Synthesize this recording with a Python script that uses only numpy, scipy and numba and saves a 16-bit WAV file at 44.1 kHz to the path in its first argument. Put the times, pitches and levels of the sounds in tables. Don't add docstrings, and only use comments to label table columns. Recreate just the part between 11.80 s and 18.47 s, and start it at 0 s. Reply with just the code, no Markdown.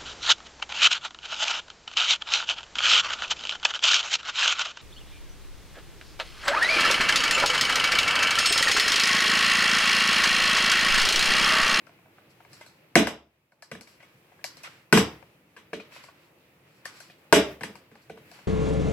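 import sys
import numpy as np
from scipy import signal
from scipy.fft import rfft, irfft
from scipy.io import wavfile
from scipy.ndimage import uniform_filter1d
from numba import njit

SR = 44100
rng = np.random.default_rng(int(sys.argv[2]) if len(sys.argv) > 2 else 0)


def transcribe(u):
    v = np.clip(np.atleast_2d(u).T, -1, 1)
    q = np.round(v * 32767).astype(np.int16)
    wavfile.write(sys.argv[1], SR, q)


def gain_from_decibels(decibels):
    exponent = np.asarray(decibels, float) / 20
    return 10 ** exponent


N = 294147

# f/Hz, level/dB, t60/s
BOARD_MODES = [(67, -20, 0.54), (135, -7.5, 0.054), (224.7, -10, 0.16), (289, -6, 0.053),
               (334.4, -3.5, .08), (403, -3.5, .07), (450.5, 2, 0.039), (559, -2, 0.04),
               (639.6, -0.5, 0.03), (743, -3, 0.043)]
# f/Hz, level/dB, t60/s
SHELL_MODES = [(955, -1, .025), (1176, -2, 0.011), (1502.5, -1, 0.033), (1643, 3.5, 0.0098),
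               (1770, -6.5, 0.021), (2083, -3, 0.022), (2350, -2, 0.021), (2614, -5, 0.013)]
# f/Hz, density/dB per Hz
CRACK_SPECTRUM = [(1470, -37.5), (2500, -2), (3140, -16), (4230, 0.5), (4650, 1), (5620, -2.5),
                  (6470, -9.5), (7700, -3), (9080, -18), (10400, -8), (12800, -12.5), (15100, -41),
                  (16400, -41.5)]


def unit(x):
    return x / np.sqrt(np.mean(x ** 2))


def colour(x, table):
    hz, db = np.transpose(table)
    grid = np.maximum(np.fft.rfftfreq(4096, 1 / SR), 1)
    log_gain = np.interp(np.log(grid), np.log(hz), db) * np.log(10) / 20
    cepstrum = irfft(log_gain)
    cepstrum[1:2048] *= 2
    cepstrum[2049:] = 0
    response = irfft(np.exp(rfft(cepstrum)))
    return signal.fftconvolve(x, response)[:len(x)]


def band(x, lo_hz, hi_hz):
    edges_hz = [lo_hz, min(hi_hz, 0.45 * SR)]
    return signal.sosfilt(signal.butter(2, edges_hz, "band", fs=SR, output="sos"), x)


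def highpass(x, cutoff_hz):
    return signal.sosfilt(signal.butter(2, cutoff_hz, "high", fs=SR, output="sos"), x)


def pair(mid, side):
    alike_hz = 1500
    side = signal.lfilter(*signal.butter(1, alike_hz, "high", fs=SR), side)
    return np.array([mid + side, mid - side])


def flatten_spectrum(push, fade):
    spectrum = rfft(push)
    return irfft(spectrum / np.abs(spectrum), len(push)) * np.sqrt(fade)


def ring(push, modes, chance, spread_db):
    t = np.arange(len(push)) / SR
    body = np.zeros(len(t))
    for k, ((hz, db, t60), (weight, detune)) in enumerate(zip(modes, chance)):
        sign = (-1) ** k
        mode = np.sin(2 * np.pi * hz * (1 + 0.028 * detune) * t)
        body += sign * gain_from_decibels(db + spread_db * weight) * mode * np.exp(-np.log(1000) * t / t60)
    out = signal.fftconvolve(push, body)[:len(push)]
    return out / np.abs(out).max()


def crack_of(push, peak_db):
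    crack = colour(push, CRACK_SPECTRUM)
    return crack * gain_from_decibels(peak_db) / np.abs(crack).max()


def blur(push, rung, lo_hz, hi_hz):
    return unit(band(push, lo_hz, hi_hz)) * np.sqrt(np.mean(rung ** 2))


def add(out, s, direct, around, pan_db):
    port_lag = 3
    rows = zip(out, (direct, direct, around), (0, port_lag, 0), (pan_db / 2, -pan_db / 2, 0))
    for row, sound, lag, db in rows:
        i = int(s * SR) + lag
        row[i:i + len(sound)] += sound[:N - i] * gain_from_decibels(db)


def house():
    # t/s, level/dB
    quiet = [(0.0, -62.5), (0.76, -61), (0.95, -62.5), (1.3, -65.5), (1.45, -73.5), (1.78, -73),
             (2.01, -64), (2.62, -61.5), (2.75, -60), (3.14, -64), (3.29, -53.5), (3.44, -61.5),
             (3.68, -65), (3.98, -61.5), (4.1, -61), (4.44, -62.5), (4.72, -63), (5.57, -61.5), (5.72, -49),
             (5.78, -58.5), (5.94, -58), (6.15, -64.5), (6.48, -58), (6.67, -60.5)]
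    # f/Hz, density/dB per Hz
    hum_spectrum = [(20, -36), (50, -21), (95, -6), (140, -1), (250, -9), (340, -4), (400, -10.5),
                    (500, -7.5), (750, -14), (1150, -16.5), (1500, -17), (2600, -15.5), (3300, -24.5),
                    (7000, -34.5)]
    # f/Hz, density/dB per Hz
    hiss_spectrum = [(3000, -61.5), (6000, -42), (9500, -39), (12500, -31.5), (15300, -31), (16400, -49)]
    s, db = np.transpose(quiet)
    noise, step = 0, SR // 12
    for hz in 30 * 2. ** np.arange(10):
        held = np.repeat(rng.standard_normal(N // step + 1), step)[:N]
        flicker = uniform_filter1d(held, size=step)
        octave = band(rng.standard_normal((2, N)), hz / 2 ** 0.5, hz * 2 ** 0.5)
        noise = noise + gain_from_decibels(1.5 * flicker) * octave
    hum = pair(colour(noise[0], hum_spectrum), 1.2 * colour(noise[1], hum_spectrum))
    hiss = np.array([colour(n, hiss_spectrum) for n in rng.standard_normal((2, N))])
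    level = gain_from_decibels(np.interp(np.arange(N) / SR, s, db) + 1.5)
    return unit(hum + gain_from_decibels(3) * hiss) * level


def pops():
    # t/s, level/dB, f/Hz, t60/s, crack level/dB re pop, left minus right/dB
    pop_events = [(0.068, -46, 1390, 0.065, -8.5, 10), (0.093, -48.5, 650, 0.024, -15, -1),
                  (0.188, -52.5, 627, 0.062, -29, 6), (0.257, -51.5, 657, 0.12, -36, -1.5),
                  (0.382, -45.5, 1250, 0.025, -21, -2), (0.604, -45.5, 1460, 0.017, -26, 4),
                  (0.649, -46.5, 600, 0.014, -15, 4), (0.731, -49, 2230, 0.021, 7, 4),
                  (0.811, -36.5, 2040, 0.092, -10, 1), (0.863, -47.5, 643, 0.027, 0.5, 3),
                  (1.72, -53, 652, 0.04, -11, -1), (1.823, -41, 1717, 0.059, -0.5, 5.5),
                  (2.01, -45, 2315, 0.018, 3, 7), (2.073, -49.5, 2270, 0.024, -8, 5),
                  (2.203, -48.5, 1990, 0.091, -24, 3.5), (2.228, -47, 2190, 0.064, -9, 5.5),
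                  (2.519, -52.5, 1610, 0.04, -24, 7), (2.591, -51, 1590, 0.062, -22, 5),
                  (2.614, -53, 980, 0.04, -18, 2), (2.642, -25.5, 2005, 0.036, 3.5, 6),
                  (2.77, -50, 514, 0.027, 6.5, 9), (2.834, -39, 2500, 0.093, 1.5, 1),
                  (2.874, -40, 1380, 0.035, -26, 3), (3.426, -47.5, 940, 0.04, -19.5, 18),
                  (3.998, -37.5, 2360, 0.076, -26, 7), (4.121, -45.5, 2690, 0.12, -15, 6),
                  (4.161, -40.5, 2550, 0.087, -22.5, -2), (4.239, -43, 2090, 0.049, -1.5, 5),
                  (4.285, -40.5, 1150, 0.047, -39.5, -0.5), (5.055, -28, 1910, 0.031, -3.5, 6),
                  (5.203, -43, 1600, 0.04, 3.5, 6), (5.299, -42.5, 2440, 0.05, -30, 0),
                  (5.955, -39.5, 2085, 0.037, -5, 7.5), (6.154, -43.5, 851, 0.04, -10.5, 1.0),
                  (6.515, -46.5, 699, 0.055, 0.5, 7.5), (6.589, -46.5, 950, 0.017, -11, 11)]
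    out, t = np.zeros((3, N)), np.arange(SR // 5) / SR
    fade = np.exp(-t / 0.0016)
    for s, db, hz, t60, crack_db, pan_db in pop_events:
        snap = flatten_spectrum(fade * rng.standard_normal(len(t)), fade)
        modes = sorted([(hz, 5, max(t60, 0.004))] + SHELL_MODES + BOARD_MODES[-3:])
        chance = rng.standard_normal((len(modes), 2))
        panel = gain_from_decibels(db + 1) * ring(snap, modes, chance, spread_db=4.0)
        crack = crack_of(snap, db + crack_db + 3)
        around = 0.61 * blur(snap, panel, 0.43 * hz, 1.4 * hz) + crack
        add(out, s, panel + crack, around, pan_db)
    return out


def room(dry):
    # f/Hz, t60/s, level/dB
    octaves = [(60, .55, -1), (119, 0.29, -2.5), (243, 0.28, 5), (500, .36, -2), (1000, 0.32, -1),
               (2000, 0.28, -3.5), (4120, 0.29, 2), (7870, 0.17, 5.5), (13100, .2, -3.5)]
    t = np.arange(SR) / SR
    tails = np.zeros((2, len(t)))
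    for hz, t60, db in octaves:
        noise = band(rng.standard_normal((2, len(t))), hz / 2 ** 0.5, hz * 2 ** 0.5)
        tails += gain_from_decibels(db) * noise * np.exp(-np.log(1000) * t / t60)
    tails *= 1 - np.exp(-(t / 0.002) ** 2)
    return gain_from_decibels(-30) * signal.fftconvolve(dry, pair(tails[0], 0.9 * tails[1]))[:, :N]


def moves():
    # t/s, hiss level/dB, slosh level/dB re hiss
    gestures = [
        [(0.45, -84, 13), (0.492, -89, 13), (0.508, -62.5, -6), (0.546, -84, 10), (0.68, -95, 13),
         (0.74, -59.5, 2), (0.804, -61, 3), (0.81, -61.5, 5), (0.916, -67.5, -4), (1.05, -87.5, 8)],
        [(2.03, -62.5, 0.5), (2.068, -83, 2.5), (2.074, -57.5, -1.5), (2.196, -79, 2), (2.204, -73, 14),
         (2.336, -75, 10.5), (2.4, -75.5, -6)],
        [(2.7, -63, 9), (2.724, -62, 1), (2.824, -69, 14), (2.838, -56, -12), (2.846, -56, 18),
         (2.894, -61, 9.5), (3.08, -100, -4)],
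        [(4.05, -74, 17.5), (4.1, -88, 24), (4.158, -53, 5), (4.22, -66, 15), (4.238, -56.5, 2.5),
         (4.326, -77, 13), (4.436, -70, 8.5), (4.5, -75, 3)],
        [(4.85, -89, 20), (4.874, -76.5, 13), (4.98, -67.5, -9.5), (5.046, -93.5, -4.5), (5.056, -55, 10.5),
         (5.116, -67, 12), (5.172, -54.5, 2), (5.374, -92, 7.5), (5.388, -70.5, 3), (5.45, -93.5, 12.5)],
        [(6.1, -98.5, -11), (6.122, -78, 14.5), (6.216, -76.5, 16.5), (6.22, -64, -12), (6.28, -83, 16.5)],
        [(6.45, -79, -1), (6.458, -85, 12), (6.516, -62.5, 1), (6.522, -77.5, -0.5), (6.542, -57, 3.5),
         (6.67, -72, 12)],
    ]
    t, hiss, slosh = np.arange(N) / SR, np.zeros(N), np.zeros(N)
    for table in gestures:
        s, hiss_db, slosh_db = np.transpose(table)
        hiss += np.interp(t, s, gain_from_decibels(hiss_db), 0, 0)
        slosh += np.interp(t, s, gain_from_decibels(hiss_db + slosh_db), 0, 0)
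    size = np.minimum(rng.exponential(size=(4, N)), 8)
    grains = rng.standard_normal((4, N)) * gain_from_decibels(2.4 * size)
    fine = [unit(colour(g, CRACK_SPECTRUM)) for g in grains[:2]]
    wet = [unit(band(g, 900, 2900)) for g in grains[2:]]
    cloth = gain_from_decibels(-5.0) * hiss * pair(fine[0], 0.8 * fine[1])
    water = gain_from_decibels(-6.0) * slosh * pair(wet[0], 1.1 * wet[1])
    return cloth + water


def blows():
    # t/s, shell level/dB, thud level/dB re shell, crack level/dB re shell, buckling time/s, thud centre f/Hz
    impacts = [(1.155, -3.5, -7, -12, 0.006, 450), (1.271, -22.5, -8, -13, 0.0055, 490),
               (1.915, -35, -4, -13, 0.0042, 227), (1.951, -41.5, -5, -16, 0.0037, 388),
               (3.126, -7.5, -0.5, -11, 0.0091, 230), (3.174, -13.5, -7, -10, 0.0066, 232),
               (3.765, -45, -11, -17.5, 0.015, 315), (3.931, -29, -4, -21, 0.006, 404),
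               (5.526, -2.5, -3.5, -10, 0.0048, 459), (5.809, -38, -2.5, -12.5, 0.0056, 193),
               (5.834, -27.5, -9, -12, 0.006, 204), (5.895, -46, -1.5, -17, 0.0084, 218),
               (6.115, -55, 2, -17, 0.0045, 213), (6.297, -41, 1.5, -19, 0.005, 318),
               (6.373, -48.5, -4.5, -20, 0.0047, 525)]
    out, t = np.zeros((3, N)), np.arange(SR // 2) / SR
    for s, shell_db, thud_db, crack_db, buckle_s, thud_hz in impacts:
        fade = np.exp(-t / max(buckle_s, 0.001))
        buckles = (rng.random(len(t)) < 0.03) * rng.standard_normal(len(t)) * fade
        buckles[0] = -1.2
        buckles = flatten_spectrum(buckles, fade)
        chance = rng.standard_normal((len(BOARD_MODES) + len(SHELL_MODES), 2))
        boards = [(hz, db - 3.7 * abs(np.log2(hz / thud_hz)), t60) for hz, db, t60 in BOARD_MODES]
        thud = gain_from_decibels(shell_db + thud_db + 6) * ring(buckles, boards, chance, spread_db=3.0)
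        shell = gain_from_decibels(shell_db + 4) * ring(buckles, SHELL_MODES, chance[len(BOARD_MODES):], spread_db=5.0)
        crack = crack_of(buckles, shell_db + crack_db + 13)
        shell_around = gain_from_decibels(-1) * blur(buckles, shell, 700, 2800) + crack
        thud_around = 0.7 * blur(buckles, thud, 0.41 * thud_hz, 1.9 * thud_hz) + 0.44 * thud
        add(out, s, shell + crack, shell_around, pan_db=4)
        add(out, s, thud, thud_around, pan_db=-1.5)
    return out


def scene():
    bottle = highpass(blows() + pops(), 75)
    return bottle[:2] + room(bottle[2:]) + moves() + house()


@njit
def follow(x, attack, release):
    e, out = 0., np.empty(len(x))
    for i in range(len(x)):
        e += (x[i] - e) * (attack if x[i] > e else release)
        out[i] = e
    return out


def roll_off(x):
    return signal.sosfilt(signal.butter(12, 16520, fs=SR, output="sos"), x)


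def record(dry):
    attack_s, release_s = 0.0008, 0.018
    envelope = follow(np.abs(dry).max(axis=0), 1 / (attack_s * SR), 1 / (release_s * SR))
    gain = np.minimum(1, gain_from_decibels(-9) / (envelope + 1e-9)) ** 0.6
    limited = np.tanh(1.19 * dry * gain) * 0.95
    return roll_off(highpass(limited, 38))


dry = scene()
out = record(dry)
transcribe(out)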